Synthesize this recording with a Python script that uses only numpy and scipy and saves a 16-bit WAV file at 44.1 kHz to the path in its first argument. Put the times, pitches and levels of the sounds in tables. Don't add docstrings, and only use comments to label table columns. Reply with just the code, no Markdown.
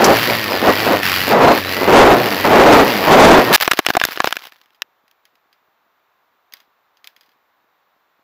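import sys
import numpy as np
from scipy import signal
from scipy.fft import rfft, irfft
from scipy.io import wavfile
from scipy.ndimage import uniform_filter1d

SR = 44100
rng = np.random.default_rng(int(sys.argv[2]) if len(sys.argv) > 2 else 0)


def master(y):
    cut = np.clip(np.atleast_2d(y).T, -1, 1)
    pcm = np.round(cut * 32767)
    wavfile.write(sys.argv[1], SR, pcm.astype(np.int16))


N = 362943
TIME = np.arange(N) / SR

# start in seconds, length in seconds, top speed in turns per second.
ROTOR_SURGES = [(.02, 0.53, 117), (.7, .33, 110), (1.28, 0.34, 140.5), (1.86, .5, 130.5), (2.46, .55, 146),
                (3.06, .5, 152)]
# start in seconds, length in seconds, top of its whine in Hz.
WHINE_SURGES = [(.05, 0.48, 1928), (.59, 0.45, 1955), (1.05, .55, 1981), (1.63, 0.54, 2050),
                (2.26, .72, 2050), (3.0, 0.61, 1920)]
# time in seconds, relative level in dB.
FRAME_SHAKE = [(0.07, -31), (0.15, -28.5), (0.57, -35), (0.87, -31), (1.02, -37), (1.03, -28.5),
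               (1.31, -31), (1.36, -44.5), (1.58, -31), (1.63, -39), (1.7, -33.5), (1.92, -35),
               (1.94, -37.5), (2.42, -32.5), (2.6, -36), (2.94, -31), (3.35, -34.5), (3.5, -35)]
# start in seconds, length in seconds, first pitch in Hz, last pitch in Hz, level in dB.
WHISTLES = [(0.49, 0.11, 5120, 4700, -31), (0.484, 0.19, 5200, 2700, -36.5), (1.4, 0.2, 3950, 4400, -32),
            (1.6, 0.15, 3730, 4220, -34)]
# start in seconds, hold in seconds, level in dB.
TUMBLE_GUSTS = [(0, .14, -8.5), (0.268, 0.057, -21), (0.491, 0.082, -21.5), (0.662, 0.04, -8.5),
                (0.872, 0.076, -11.5), (1.337, .19, -7), (1.802, 0.05, -17.5), (1.939, 0.2, -1.5),
                (2.535, .26, -1), (3.134, 0.24, 2), (3.515, .03, -12.5)]
# time in seconds, level in dB.
LEE_WIND = [(0, -21), (.8, -39.5), (1.7, -32), (2.17, -17.5), (2.35, -25), (2.85, -18.5), (3.53, -20)]
# time in seconds, level in dB.
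AIR_BUFFETS = [(1.877, -9.5), (2.446, -7), (3.078, -10.5)]
# time in seconds, force in dB, favoured pitch in Hz,
# loss away from that pitch in dB per octave, relative crack level in dB.
BLOWS = [(3.5802, -31.5, 1007, 4.5, -38.5), (3.6021, -28, 1390, 1, -25.5), (3.6775, -0.5, 1000, 5.5, -20),
         (3.713, -3, 1771, 12, -18), (3.7161, 3, 2048, 8.5, -19), (3.7344, -19.5, 1495, -1, -21.5),
         (3.7904, 11, 836, 9.5, -9.5), (3.8645, 1, 3000, 6, -32.5), (3.8873, -23.5, 1500, -4, -28.5),
         (3.9032, -7, 788.5, 4, -37), (3.952, -16, 900, 0.5, -49), (3.9686, 11, 724.4, 13, -15.5),
         (3.9997, -11, 4500, 12.5, -33), (4.0145, -6.5, 1600, 7, -43), (4.0381, -2.5, 1920, 15.5, -20),
         (4.0515, -19.5, 2500, 0, -8), (4.0864, -20.5, 900, 3.5, -44), (4.1745, -24, 1100, -1, -48),
         (4.203, 3.5, 1000, 10.5, -49), (4.2437, -1, 720, 8.5, -53), (4.2731, -10, 2010, 0, -54),
         (4.3261, -10.5, 2070, 8.5, -28), (4.368, -17, 2200, 5.5, -29.5), (4.8202, -10, 3540, 11.5, -33)]
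# pitch in Hz, gain in dB, t60 in seconds.
FRAME_MODES = [(309.3, 8.5, 0.0099), (707, 2.5, 0.012), (1115, 6.5, 0.0067), (1450, 4, 0.0093),
               (1690, 7, 0.0093), (2387, 11.5, 0.0032), (2935, 8, 0.0054), (3678, 2, 0.0043),
               (5180, 0, .007), (6430, -11, 0.0031), (11100, -5, .003), (12800, 7.5, 0.005)]
# start in seconds, length in seconds, level in dB.
DIGS = [(3.529, 0.033, -0.5), (3.61, 0.022, -10), (3.632, 0.035, -22), (3.682, 0.087, -39),
        (3.772, 0.028, -21.5), (3.888, 0.025, -20.5), (3.934, .024, -27), (4.021, 0.15, -30),
        (4.25, 0.05, -28.5), (4.427, 0.053, -38.5)]
# time in seconds, pitch in Hz, level in dB, t60 in seconds.
BELL_PINGS = [(3.612, 13750, -27.5, 0.36), (4.0145, 3583, -30, .3)]
# time in seconds, level in dB, treble against mids in dB, rattling time in seconds.
WRECK_TICKS = [(4.7466, -46, -4, 0), (5.08, -48.5, 6, 0), (5.1128, -52, 12.5, 0), (5.2537, -39.5, 2.5, 0),
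               (5.3552, -49.5, 3, 0), (5.5288, -42.5, -5, 0), (6.5234, -34, -12, 0),
               (6.537, -29, 11.5, .085), (6.9711, -43.5, -8, 0), (7.0433, -28.5, -6, 0),
               (7.0732, -34, 14, 0), (7.1641, -37, -8, 0), (7.21, -37.5, -7, .13)]
# pitch in Hz, gain in dB, t60 in seconds.
ARM_MODES = [(960, -34, 0.18), (1900, -13, 0.027), (2575, -13, 0.027), (3276, -7, 0.023),
             (4132, -11, 0.017), (4866, -9, 0.031), (6380, -12, .025), (11320, -20, 0.019),
             (12900, -22, .02), (13970, -19.5, .018)]
# frequency in Hz, relative level in dB.
RATTLE_EQ = [(40, -13), (120, -4), (300, -6), (600, -11.5), (1000, -3.5), (1900, 1), (2900, -1.5),
             (3700, -6.5), (4700, -4), (6500, -18), (9000, -16.5), (11500, -13.5), (15000, -12)]
WIND_EQ = [(25, -18), (60, -30), (130, -10.5), (260, -0.5), (450, 1), (700, -0.5), (1100, -5.5),
           (2000, -16), (4000, -29.5), (9000, -49.5)]
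CRACK_EQ = [(100, -30.5), (900, -20), (2500, 7), (5000, 0.5), (7000, -7), (9000, -5), (12000, -6),
            (15500, -2)]
SCRAPE_EQ = [(60, -18), (300, -10.5), (800, 3.5), (1600, 6), (2500, 4), (3600, 1.5), (5000, -0.5),
             (7000, -11), (9000, -9.5), (12000, -8), (15500, -2.5)]
AIR_EQ = [(18, -53.5), (30, -23), (227, -16), (666, -6.5), (1100, -2.5), (2120, -12), (3220, -18.5),
          (3670, -16.5), (4780, -24.5), (7470, -31), (8740, -45.5), (14800, -19), (16000, -28.5)]

ROTOR_IDLE_HZ, HUM_DB = 92.9, -34.5
WHINE_IDLE_HZ, WHINE_DB, MAGNETS = 1737, -31.5, 14
IMPACT_S, SLIDE_START_S, SLOWING_S, REST_S = 3.545, 3.56, 4.351, 4.77


def rotors(shake_db, wind_db, flutter=.0025, waver_db=3, full_braking_hz_per_s=170):
    speed = motor_speed(ROTOR_SURGES, ROTOR_IDLE_HZ, roundness=1.2)
    braking = np.clip(-np.gradient(speed) * SR / full_braking_hz_per_s, 0, 1)
    braking = uniform_filter1d(braking, size=2000)
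    hum_db = HUM_DB + 12 * np.log2(speed / ROTOR_IDLE_HZ)
    blade_db = HUM_DB + 1.4 * TIME + 9 * braking
    turns = np.cumsum(speed * (1 + flutter * drift(40))) / SR
    whine_hz = motor_speed(WHINE_SURGES, WHINE_IDLE_HZ, roundness=.8) * (1 + flutter * drift(60))
    poles = np.cumsum(whine_hz) / SR
    partials = [(turns, hum_db), (2 * turns, blade_db - 8), (3 * turns, blade_db - 8.5),
                (poles, WHINE_DB), (2 * poles, WHINE_DB - 15)]
    tones = sum(np.sqrt(2) * from_db(db + waver_db * drift(25)) * np.sin(2 * np.pi * cycles)
                for cycles, db in partials)
    return tones + rattle(turns, poles / MAGNETS, shake_db) + blade_slap(turns, wind_db)


def motor_speed(surges, idle_hz, roundness):
    lift_hz = 0
    for start, length, top_hz in surges:
        progress = np.clip((TIME - start) / length, 0, 1)
        lift_hz += (top_hz - idle_hz) * np.abs(np.sin(np.pi * progress)) ** roundness
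    return idle_hz + lift_hz


def rattle(turns, fast_turns, shake_db, uneven_db=4.5, wash=.26):
    hits = once_a_turn(turns) + from_db(-8.5) * once_a_turn(fast_turns)
    hits *= from_db(uneven_db * np.clip(noise(), -2, 1))
    bursts = uniform_filter1d(fade(hits, t60=.012), size=48)
    return from_db(shake_db + 13) * colour((bursts + wash) * noise(), RATTLE_EQ)


def blade_slap(turns, wind_db, uneven_db=5.5):
    puffs = once_a_turn(turns) * from_db(uneven_db * noise())
    thuds = butterworth(ring(puffs, hz=380, t60=.0036), 900, "low")
    return from_db(-12 + .65 * wind_db) * rms_one(thuds)


def whistles(flutter=.002):
    out, wobble = np.zeros(N), 1 + flutter * drift(60)
    for start, length, first_hz, last_hz, db in WHISTLES:
        during = (TIME >= start) & (TIME < start + length)
        hz = np.linspace(first_hz, last_hz, during.sum()) * wobble[during]
        swell = from_db(db) * np.sin(np.linspace(0, np.pi, len(hz)))
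        out[during] += np.sqrt(2) * swell * np.sin(2 * np.pi * np.cumsum(hz) / SR)
    return out


def screech(at_s=.043):
    rasp = rms_one(ring(noise(), hz=5700, t60=.00097))
    return fade(clicks_at(at_s, from_db(-6.5)), t60=.074) * rasp


def wind(level_db, lumps_db=2.5, howl_db=-8.5):
    times, buffet_db = np.transpose(AIR_BUFFETS)
    buffets = fade(clicks_at(times, from_db(buffet_db)), t60=.14)
    level = from_db(level_db + lumps_db * drift(60)) + buffets
    howl = from_db(howl_db) * level ** 1.4 * rms_one(ring(noise(), hz=720, t60=.0076))
    return level * colour(noise(), WIND_EQ) + howl


def airstream_db(rise_db_per_s=259.5, fall_db_per_s=279, dome_db=2):
    level = from_db(in_time(LEE_WIND))
    for start, hold, db in TUMBLE_GUSTS:
        droop_db = dome_db * np.clip(2 * (TIME - start) / hold - 1, -1, 1) ** 2
        attack_db = rise_db_per_s * np.maximum(start - TIME, 0)
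        release_db = fall_db_per_s * np.maximum(TIME - start - hold, 0)
        level = np.hypot(level, from_db(db - droop_db - np.minimum(attack_db + release_db, 100)))
    return 20 * np.log10(level)


def knocks(grit=.076, most_loss_db=28):
    times, blow_db, pitch_hz, loss_db, crack_db = np.vstack([BLOWS, chatter()]).T

    def force_db(hz):
        return blow_db - np.minimum(loss_db * np.abs(np.log2(hz / pitch_hz)), most_loss_db)

    cracks = fade(clicks_at(times, from_db(crack_db + 14.5)), t60=.006)
    out = cracks * colour(noise(), CRACK_EQ) + soft_lead_in(times, force_db(3000))
    for hz, db, t60 in FRAME_MODES:
        drive_db = crack_db if hz > 8000 else force_db(hz)
        blows = clicks_at(times, from_db(drive_db + db) * contact(len(times), spread_db=-.5))
        crunch = grit * fade(blows, t60=.014) * noise()
        out += ring(blows + crunch, hz, t60)
    return out


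def chatter(per_s=20, spread_db=-.5, spread_octaves=.6, loss_db_per_octave=4):
    timing, force, pitch, crack = rng.standard_normal((100, 4)).T
    times = SLIDE_START_S + np.abs(np.arange(100) + timing / np.pi) / per_s
    db = slowing_db(times) + spread_db * force
    hz = 2200 * 2 ** (spread_octaves * pitch)
    crack_db = db - 41.5 + spread_db * crack
    rows = np.transpose([times, db - 31.5, hz, np.full(100, loss_db_per_octave), crack_db])
    return rows[times < REST_S]


def soft_lead_in(times, clack_db, lead_s=.006):
    heights = (times < REST_S) * from_db(np.minimum(clack_db, -10) - 17)
    envelope = fade(clicks_at(times - lead_s, heights), t60=.04)
    return uniform_filter1d(envelope, size=200) * colour(noise(), SCRAPE_EQ)


def contact(count, spread_db):
    strength, side = rng.standard_normal((200, 2))[:count].T
    return from_db(spread_db * strength) * np.sign(side)


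def slowing_db(times, db_per_s=72.5):
    return -db_per_s * np.maximum(times - SLOWING_S, 0)


def scrapes(slide_db=-40, grain_db=5.5, catch_db=3):
    level = from_db(slide_db + slowing_db(TIME)) * (TIME > SLIDE_START_S) * (TIME < REST_S)
    for start, length, db in DIGS:
        level += from_db(db) * (TIME >= start) * (TIME < start + length)
    grains = noise() * from_db(grain_db * drift(600) + catch_db * drift(130))
    return uniform_filter1d(level, size=100) * colour(grains, SCRAPE_EQ)


def pings():
    return sum(ring(clicks_at(at_s, from_db(db)), hz, t60) for at_s, hz, db, t60 in BELL_PINGS)


def ticks():
    times, tick_db, treble_db = ticks_with_rebounds().T
    taps = clicks_at(times, from_db(tick_db))
    bright_taps = clicks_at(times, from_db(tick_db + treble_db - 4.5))
    snap = fade(bright_taps, t60=.013) * colour(noise(), CRACK_EQ)
    scatter = from_db(-20) * fade(taps, t60=.19) * colour(noise(), SCRAPE_EQ)
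    scratch = from_db(-8) * fade(taps, t60=.023) * colour(noise(), RATTLE_EQ)
    out = snap + scatter + butterworth(scratch, 1800, "high")
    for hz, db, t60 in ARM_MODES:
        strikes = from_db(tick_db + db - 4.5) * contact(len(times), spread_db=3)
        out += ring(clicks_at(times, strikes), hz, t60)
    return out


def ticks_with_rebounds(gap_s=.026, unevenness=.14, drop_db=8.5, loss_db_per_s=37):
    rows = []
    for at_s, db, treble_db, length in WRECK_TICKS:
        rows.append((at_s, db, treble_db))
        delays = np.cumsum(gap_s * (1 + unevenness * rng.standard_normal(12)))
        for delay in delays[delays < length]:
            rows.append((at_s + delay, db - drop_db - loss_db_per_s * delay, min(treble_db, 0)))
    return np.array(rows)


def still_air(hiss_db=-64, thumps_per_s=5):
    taps = (rng.random(N) < thumps_per_s / SR) * from_db(-54 + 2 * noise())
    thumps = ring(uniform_filter1d(taps, size=32), hz=280, t60=.012)
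    return from_db(hiss_db) * colour(noise(), AIR_EQ) + thumps


def port(x, dip_hz=9000, width_hz=3500):
    return signal.lfilter(*signal.iirnotch(dip_hz, dip_hz / width_hz, fs=SR), x)


def from_db(db):
    return 10 ** (np.asarray(db) / 20)


def rms_one(x):
    return x / np.sqrt(np.mean(x ** 2) + 1e-20)


def noise():
    return rng.standard_normal(N)


def drift(rate):
    return rms_one(np.interp(TIME * rate, np.arange(N // 8), rng.standard_normal(N // 8)))


def in_time(rows):
    return np.interp(TIME, *np.transpose(rows))


def clicks_at(times, heights):
    out = np.zeros(N)
    out[np.round(np.asarray(times) * SR).astype(int)] = heights
    return out


def once_a_turn(turns):
    return np.diff(np.floor(turns), prepend=0)


def fade(clicks, t60):
    return signal.lfilter([1], [1, -from_db(-60 / (t60 * SR))], clicks + 1e-18)


def ring(x, hz, t60):
    radius, angle = from_db(-60 / (t60 * SR)), 2 * np.pi * hz / SR
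    return signal.lfilter([.5, 0, -.5], [1, -2 * radius * np.cos(angle), radius ** 2], x + 1e-18)


def butterworth(x, hz, kind, order=2):
    return signal.sosfilt(signal.butter(order, hz, kind, fs=SR, output="sos"), x)


def colour(x, eq, size=4096):
    hz, db = np.transpose(eq)
    bin_hz = np.arange(size // 2 + 1) * SR / size
    log_gain = np.log(from_db(np.interp(np.log(bin_hz + 1), np.log(hz), db)))
    cepstrum = irfft(log_gain)[:size // 2]
    cepstrum[1:] *= 2
    impulse = irfft(np.exp(rfft(cepstrum, size)))
    return rms_one(signal.fftconvolve(x, impulse)[:N])


def scene():
    wind_db, shake_db = airstream_db(), in_time(FRAME_SHAKE)
    flying = np.clip((IMPACT_S - TIME) / .01, 0, 1)
    flight = flying * (wind(wind_db) + rotors(shake_db, wind_db) + whistles() + screech())
    crash = knocks() + scrapes() + pings() + ticks()
    return (port(flight + crash) + still_air())[None]


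def record(dry, ceiling=.68, hardness=8.7, bass_cut_hz=70, treble_cut_hz=15700):
    low_pass = signal.firwin(161, treble_cut_hz, window=("kaiser", 9), fs=SR)[None]
    thin = butterworth(dry, bass_cut_hz, "high", order=1)
    heard = signal.fftconvolve(thin, low_pass, "same")
    clipped = heard / (1 + np.abs(heard / ceiling) ** hardness) ** (1 / hardness)
    return signal.fftconvolve(clipped, low_pass, "same")


dry = scene()
out = record(dry)
master(out)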